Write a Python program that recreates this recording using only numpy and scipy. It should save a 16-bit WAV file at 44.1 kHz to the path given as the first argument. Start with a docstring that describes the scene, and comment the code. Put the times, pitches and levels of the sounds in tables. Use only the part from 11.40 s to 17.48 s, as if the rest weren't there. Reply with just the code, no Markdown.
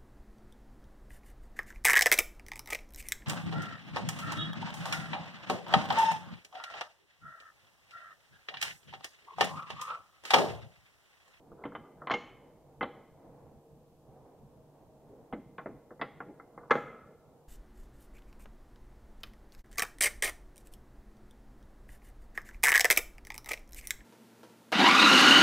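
"""Fitting brake pads by hand

Two brake pads are pushed by hand into a car's caliper, in a small garage. Their steel backing plates tap and
scrape along the casting, then seat with a clack. Blows and random slips excite decaying modes and dense noise;
freed plates, and the caliper after the seating clack, ring on. The walls answer with a diffuse tail, and
filtered noise and fan tones murmur behind."""
import sys
import numpy as np
from scipy import signal
from scipy.fft import rfft, irfft, next_fast_len
from scipy.io import wavfile
from scipy.ndimage import map_coordinates

SR = 44100
rng = np.random.default_rng(int(sys.argv[2]) if len(sys.argv) > 2 else 0)


def pcm_store(signal):
    """Save signal as 16-bit PCM."""
    levels = np.round(np.clip(np.atleast_2d(signal), -1, 1) * 32767)
    wavfile.write(sys.argv[1], SR, levels.astype(np.int16).T)


N = 268128  # length in samples

# Modes of each pad's backing plate. 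Each row: frequency in Hz, relative level in dB, t60 in seconds.
INNER_PAD = [(2050, 1, 0.062), (3063, -1.5, 0.067), (3300, -5, 0.028), (4233, -1, 0.011),
             (7450, -21.5, .03)]
OUTER_PAD = [(2077, 1.5, 0.08), (2065, 3, .055), (3110, -20.5, 0.04), (4330, -19.5, 0.04)]
SWAP_S = 3  # the inner pad goes in before this time, the outer pad after it


def amp(db):
    """Level: decibels to amplitude gain."""
    return 10 ** (np.asarray(db) / 20)


def unit(x):
    """Normalisation: x at rms 1."""
    return x / np.sqrt(np.mean(x ** 2) + 1e-20)


def struck(x):
    """Normalisation of a transient: x at rms 1 over its first 15 ms."""
    return x / np.sqrt(np.mean(x[:int(.015 * SR)] ** 2) + 1e-20)


def along(points, hz):
    """Interpolation: (Hz, value) points read on a logarithmic frequency axis."""
    f, v = np.transpose(points)
    return np.interp(np.log(hz + 1), np.log(f + 1), v)


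def wobble(rate):
    """Slow random modulation: a smooth curve through random knots, rate of them a second."""
    knots = rng.standard_normal(int(N * rate / SR) + 4)
    return map_coordinates(knots, [np.arange(N) * rate / SR])


def filtered(x, response):
    """Zero-phase filtering: the spectrum of x times a response of frequency."""
    n = x.shape[-1]
    m = next_fast_len(n + 8192)  # silence appended against wrap-around
    return irfft(rfft(x, m) * response(np.fft.rfftfreq(m, 1 / SR)), m)[..., :n]


def coloured(x, points, size=2048):
    """Minimum-phase filtering: a folded cepstrum makes a causal filter of the given dB curve."""
    cepstrum = irfft(np.log(amp(along(points, np.fft.rfftfreq(size, 1 / SR)))))
    cepstrum[1:size // 2] *= 2
    cepstrum[size // 2 + 1:] = 0
    impulse_response = irfft(np.exp(rfft(cepstrum)))
    return signal.fftconvolve(x, impulse_response)[:len(x)]


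def band(x, hz, kind, order=4):
    """Causal Butterworth filtering: low-, high- or band-pass."""
    edges = np.minimum(hz, SR / 2 - 100)
    return signal.sosfilt(signal.butter(order, edges, kind, fs=SR, output="sos"), x)


def add(track, s, x):
    """Superposition: mix x into track from time s in seconds."""
    part = track[max(round(s * SR), 0):][:len(x)]
    part += x[:len(part)]


def ventilation(level_db=-60, rumble_hz=250, rumble_sway_db=3.5, air_sway_db=2.5, hum_db=-3):
    """Broadband flow noise, partly coherent between the ears, whose level sways, with unsteady fan tones."""
    # Each row: frequency in Hz, relative spectral level in dB per Hz.
    murmur_spectrum = [(22, -13.5), (30, -8.5), (55, -10), (100, -9), (146, -3), (175, -8), (320, -9),
                       (400, -12), (470, -5), (560, -11.5), (800, -13), (1000, -19), (1300, -29),
                       (2400, -40.5), (5000, -120)]
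    # Each row: frequency in Hz, left-right correlation.
    likeness = [(25, 0.26), (80, 0.8), (200, 0.98), (1000, 0.85), (3000, 0.27)]
    # Fan tones. Each row: frequency in Hz, level in dB before the common trim hum_db.
    fan_tones = [(145.3, -69), (323.0, -73.5), (457.6, -72), (635.2, -73)]

    def mid_side(hz):
        # mid and side energies differ by the cosine of twice this angle, the correlation
        angle = np.arccos(np.clip(along(likeness, hz), -1, 1)) / 2
        return amp(along(murmur_spectrum, hz)) * [np.cos(angle), np.sin(angle)]

    mid, side = filtered(rng.standard_normal((2, N)), mid_side)
    flow = amp(level_db) * unit(np.array([mid + side, mid - side]))
    rumble = filtered(flow, lambda hz: hz < rumble_hz)
    airy = flow - rumble
    air = rumble * amp(rumble_sway_db * wobble(17)) + airy * amp(air_sway_db * wobble(10))
    t = np.arange(N) / SR
    tones = np.zeros(N)
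    for hz, db in fan_tones:
        gain = np.sqrt(2) * amp(db + hum_db + 4.5 * wobble(9))
        tones += gain * np.sin(2 * np.pi * hz * t + 0.74 * wobble(17))
    return (air + tones) * amp([[-.4], [.4]])  # slightly stronger on the right


def hiss(level_db=-78.0):
    """Faint microphone hiss: stationary coloured noise, uncorrelated left and right."""
    # Each row: frequency in Hz, relative spectral level in dB per Hz.
    hiss_spectrum = [(1470, -33.5), (2500, -0.5), (4820, -3.5), (7560, -3), (11500, -5), (13300, -2.5),
                     (15500, -7.5)]
    noise = rng.standard_normal((2, N))
    return amp(level_db) * unit(filtered(noise, lambda hz: amp(along(hiss_spectrum, hz))))


def in_garage(x, wet_db=0, delay=0.02):
    """Diffuse reverberation: the direct sound plus a noise tail; each frequency dies at its own speed."""
    # Each row: frequency in Hz, t60 in seconds.
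    garage_t60 = [(120, 0.8), (500, 0.85), (1300, 0.74), (2500, 0.75), (5000, 0.45), (10000, .52)]
    # The treble radiates away from the microphone and returns from the walls.
    # Each row: frequency in Hz, tail level in dB re direct, before the gradual onset.
    tail_level = [(150, -5.5), (700, -15), (1500, -17), (2200, -9.5), (3200, -10.5), (5000, -9.5),
                  (10000, 4)]
    t = np.arange(int(.7 * SR)) / SR
    hz, when, z = signal.stft(rng.standard_normal(len(t)), SR, nperseg=256)
    t60 = along(garage_t60, hz)[:, None]
    equal_energy = np.sqrt(np.log(1e6) / (t60 * SR))  # cancels the effect of decay time on energy
    share = amp(wet_db + along(tail_level, hz))[:, None] * equal_energy
    tail = signal.istft(z * share * amp(-60 * when / t60), SR, nperseg=256)[1][:len(t)]
    tail *= 1 - np.exp(-(t / delay) ** 2)  # gradual onset
    tail[0] = 1  # the direct sound
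    return signal.fftconvolve(x, tail)


def casting(t60, pad, modes_db=-5, crack_db=-4, crack_t60=0.011, chatter_s=0.0076):
    """Modal impact response: a crack, brief chatter, a dense ring and main modes at new strengths."""
    # Main modes of the caliper. Each row: frequency in Hz, relative level in dB, t60 in seconds.
    caliper_modes = [(256, -4.5, 0.014), (417, -15.5, .11), (480.5, 3.5, 0.21), (628, -8.5, 0.15),
                     (814, -4.5, 0.28), (1000, -8, 0.058), (1082.5, 5, 0.076), (1249, 2.5, 0.042),
                     (1369, -9.5, 0.17), (1431, -18.5, .07), (1530, -14.5, 0.027)]
    # The crowd of weaker, quickly damped modes. Each row: frequency in Hz, relative level in dB per Hz.
    dense_spectrum = [(60, -36.5), (130, -1), (220, 6.5), (500, 7.5), (900, 4.5), (1250, 5), (2050, -6),
                      (2500, -12), (3400, -11), (4500, -24), (5500, -27.5), (7200, -31), (8500, -49.5),
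                      (14000, -42)]
    t = np.arange(SR // 5) / SR
    # the noise holds its level during the chatter, then decays
    shock = struck(amp(-60 * np.maximum(t - chatter_s, 0) / t60) * rng.standard_normal(len(t)))
    shock += amp(crack_db) * struck(amp(-60 * t / crack_t60) * rng.standard_normal(len(t)))
    hz, db, life = np.transpose(caliper_modes + pad)[:, :, None]
    strength = amp(db + 2 * rng.standard_normal(db.shape)) * rng.choice([-1, 1], db.shape)
    hz = hz * (1 + 0.0045 * rng.standard_normal(hz.shape))  # the grip of the hand shifts the modes
    modes = np.sum(strength * amp(-60 * t / life) * np.sin(2 * np.pi * hz * t), axis=0)
    return struck(coloured(shock, dense_spectrum)) + amp(modes_db) * struck(modes)


def plate(hz, t60=0.032):
    """Damped oscillation: one decaying mode, by default soon damped by the hand."""
    t = np.arange(SR // 5) / SR
    onset = 1 - np.exp(-t / 0.0016)
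    return struck(amp(-60 * t / t60) * onset * np.sin(2 * np.pi * hz * t))


def contacts(t60=0.1, low_life=1.8, high_life=.65, ring_db=-2, ring_db_per_octave=-5):
    """Impact spectrum: weight gives thud, a sharp edge gives bite, contact time cuts off the treble."""
    # Plate meets caliper. Each row: start in seconds, clack level in dB, thud in dB re clack,
    # bite in dB re clack, contact cut-off in Hz, pitch that the point of contact rings most in Hz.
    blows = [(0.115, -62, 10.5, -17, 1540, 1204), (.238, -44.5, -7, -23, 4350, 2077),
             (.252, -44, 2.5, -13.5, 3840, 288), (0.3191, -54.5, 2.5, -17, 2180, 1340),
             (.350, -41.5, -5.5, -11.5, 3720, 1220), (.617, -50, -2.5, -34, 1940, 1348),
             (0.671, -39.5, -13, -13.5, 4450, 1046), (.698, -35.5, -19, -14, 4560, 1050),
             (0.707, -30.5, -5.5, -15.5, 5760, 1082), (.714, -34, -18, -3.5, 7100, 2176),
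             (.738, -36, -3, -3, 7000, 833), (1.4085, -34.5, -1, -18.5, 3600, 1247),
             (1.428, -37, -1, -7, 4020, 795), (3.925, -45, 3.5, -10, 3300, 766),
             (3.934, -48.5, 2, -13.5, 4220, 233), (4.181, -42, -8.5, -18, 4580, 1100),
             (4.258, -45.5, 4.5, -37, 2660, 621), (4.505, -53.5, 4, -29, 1980, 2080),
             (4.594, -52, 2.5, -31, 2120, 1960), (4.6132, -33.5, -6, -10, 5000, 1910),
             (4.803, -42.5, -5, -29, 3300, 1395), (4.997, -53, -4.5, -21.5, 2280, 1340),
             (5.176, -50, -1.5, -19, 2270, 827), (5.297, -44, -8.5, -29.5, 2400, 950),
             (5.3078, -23.5, -11.5, -18, 13000, 1698), (5.311, -27.5, -6, -12, 9800, 481),
             (5.353, -35, -2, -18, 9140, 485)]
    out = np.zeros(N)
    for s, db, thud_db, bite_db, cut_hz, ring_hz in blows:
        pad = INNER_PAD if s < SWAP_S else OUTER_PAD
        # the dense ring lasts longer in the low band and dies sooner in the high band
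        thud = struck(band(casting(low_life * t60, pad), 600, "low", order=5))
        clack = struck(band(casting(t60, pad), [620, 2400], "band", order=4))
        bite = struck(band(casting(high_life * t60, pad), 2200, "high", order=5))
        octaves = np.log2(ring_hz / 1000)  # above 1 kHz; higher pitches ring less
        ring = amp(ring_db + ring_db_per_octave * octaves) * plate(ring_hz)
        blow = clack + amp(thud_db) * thud + amp(bite_db) * bite + ring
        softened = band(blow, cut_hz, "low", order=20)
        add(out, s, amp(db) * in_garage(softened))
    return out


def slides(slips_per_s=600):
    """Stick-slip friction: rubbing steel catches and slips at random; each slip nudges the casting."""
    # The pad rubs along its guide, or the hand over the pad.
    # Each row: middle in seconds, half length in seconds, level in dB, low-pass cut-off in Hz.
    strokes = [(.215, 0.036, -53.5, 1310), (.275, 0.018, -41, 395), (.442, 0.072, -58.5, 1400),
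               (.64, 0.047, -52.5, 1590), (0.753, 0.011, -46, 2400), (1.455, .018, -44, 900),
               (2.728, .1, -62.5, 900), (3.742, 0.042, -53.5, 556), (3.983, 0.029, -45.5, 375),
               (4.33, 0.055, -57.5, 595), (4.89, 0.042, -49, 653), (5.226, .06, -55.5, 1400),
               (5.364, .018, -32.5, 620), (5.7, 0.062, -59.5, 605)]
    out, t = np.zeros(N), np.arange(SR // 3) / SR
    for s, half, db, bright_hz in strokes:
        swell = np.exp(-(t / half - 2) ** 2)  # peaks two half lengths in
        slips = (rng.random(len(t)) < slips_per_s / SR) * rng.standard_normal(len(t))
        nudge = casting(0.034, INNER_PAD if s < SWAP_S else OUTER_PAD, modes_db=-13.0)
        rub = band(signal.fftconvolve(slips, nudge)[:len(t)], bright_hz, "low", order=6)
        add(out, s - 2 * half, amp(db) * in_garage(swell * unit(rub)))
    return out


def lingering(hz, t60=0.93, width_hz=75, level_db=-2):
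    """Beating of close modes: a fuzzy after-ring from narrow-band noise around the plate's pitch."""
    t = np.arange(int(.7 * SR)) / SR
    cluster = filtered(rng.standard_normal(len(t)), lambda f: 1 / (1 + ((f - hz) / width_hz) ** 2))
    return unit(cluster) * amp(level_db - 60 * t / t60) * (1 - np.exp(-t / 0.011))


def rings_on(t60=0.11, overtone_ratio=1.3, overtone_db=-14):
    """Free vibration: a loosened plate, or the caliper after the seating clack, sings on two bending modes,
    over a fuzzy after-ring."""
    # A firm blow knocks the pad free of the fingers, so it rings on; in the last row the seating clack rings
    # the caliper. Each row: start in seconds, pitch in Hz, ring level in dB, after-ring level in dB before the
    # trim inside lingering().
    after_rings = [(.738, 2142, -33, -59), (1.412, 2050, -37.5, -60.5), (4.613, 2008, -41, -63),
                   (5.311, 1315, -30, -40)]
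    out = np.zeros(N)
    for s, hz, db, linger_db in after_rings:
        ring = plate(hz, t60) + amp(overtone_db) * plate(overtone_ratio * hz, t60)
        add(out, s, amp(db) * ring)
        add(out, s, amp(linger_db) * lingering(hz))
    return out


def scene(side_db=-22):
    """Mid-side image: the work is straight ahead; an extra wall tail is opposed left to right."""
    work = contacts() + rings_on() + slides()
    walls = in_garage(work)[:N] - work  # the tail without the direct sound
    side = amp(side_db) * walls
    return np.array([work + side, work - side]) + ventilation() + hiss()


def record(dry, top_hz=15700):
    """Band limitation: nothing is kept above top_hz."""
    return filtered(dry, lambda hz: hz < top_hz)


dry = scene()
out = record(dry)
pcm_store(out)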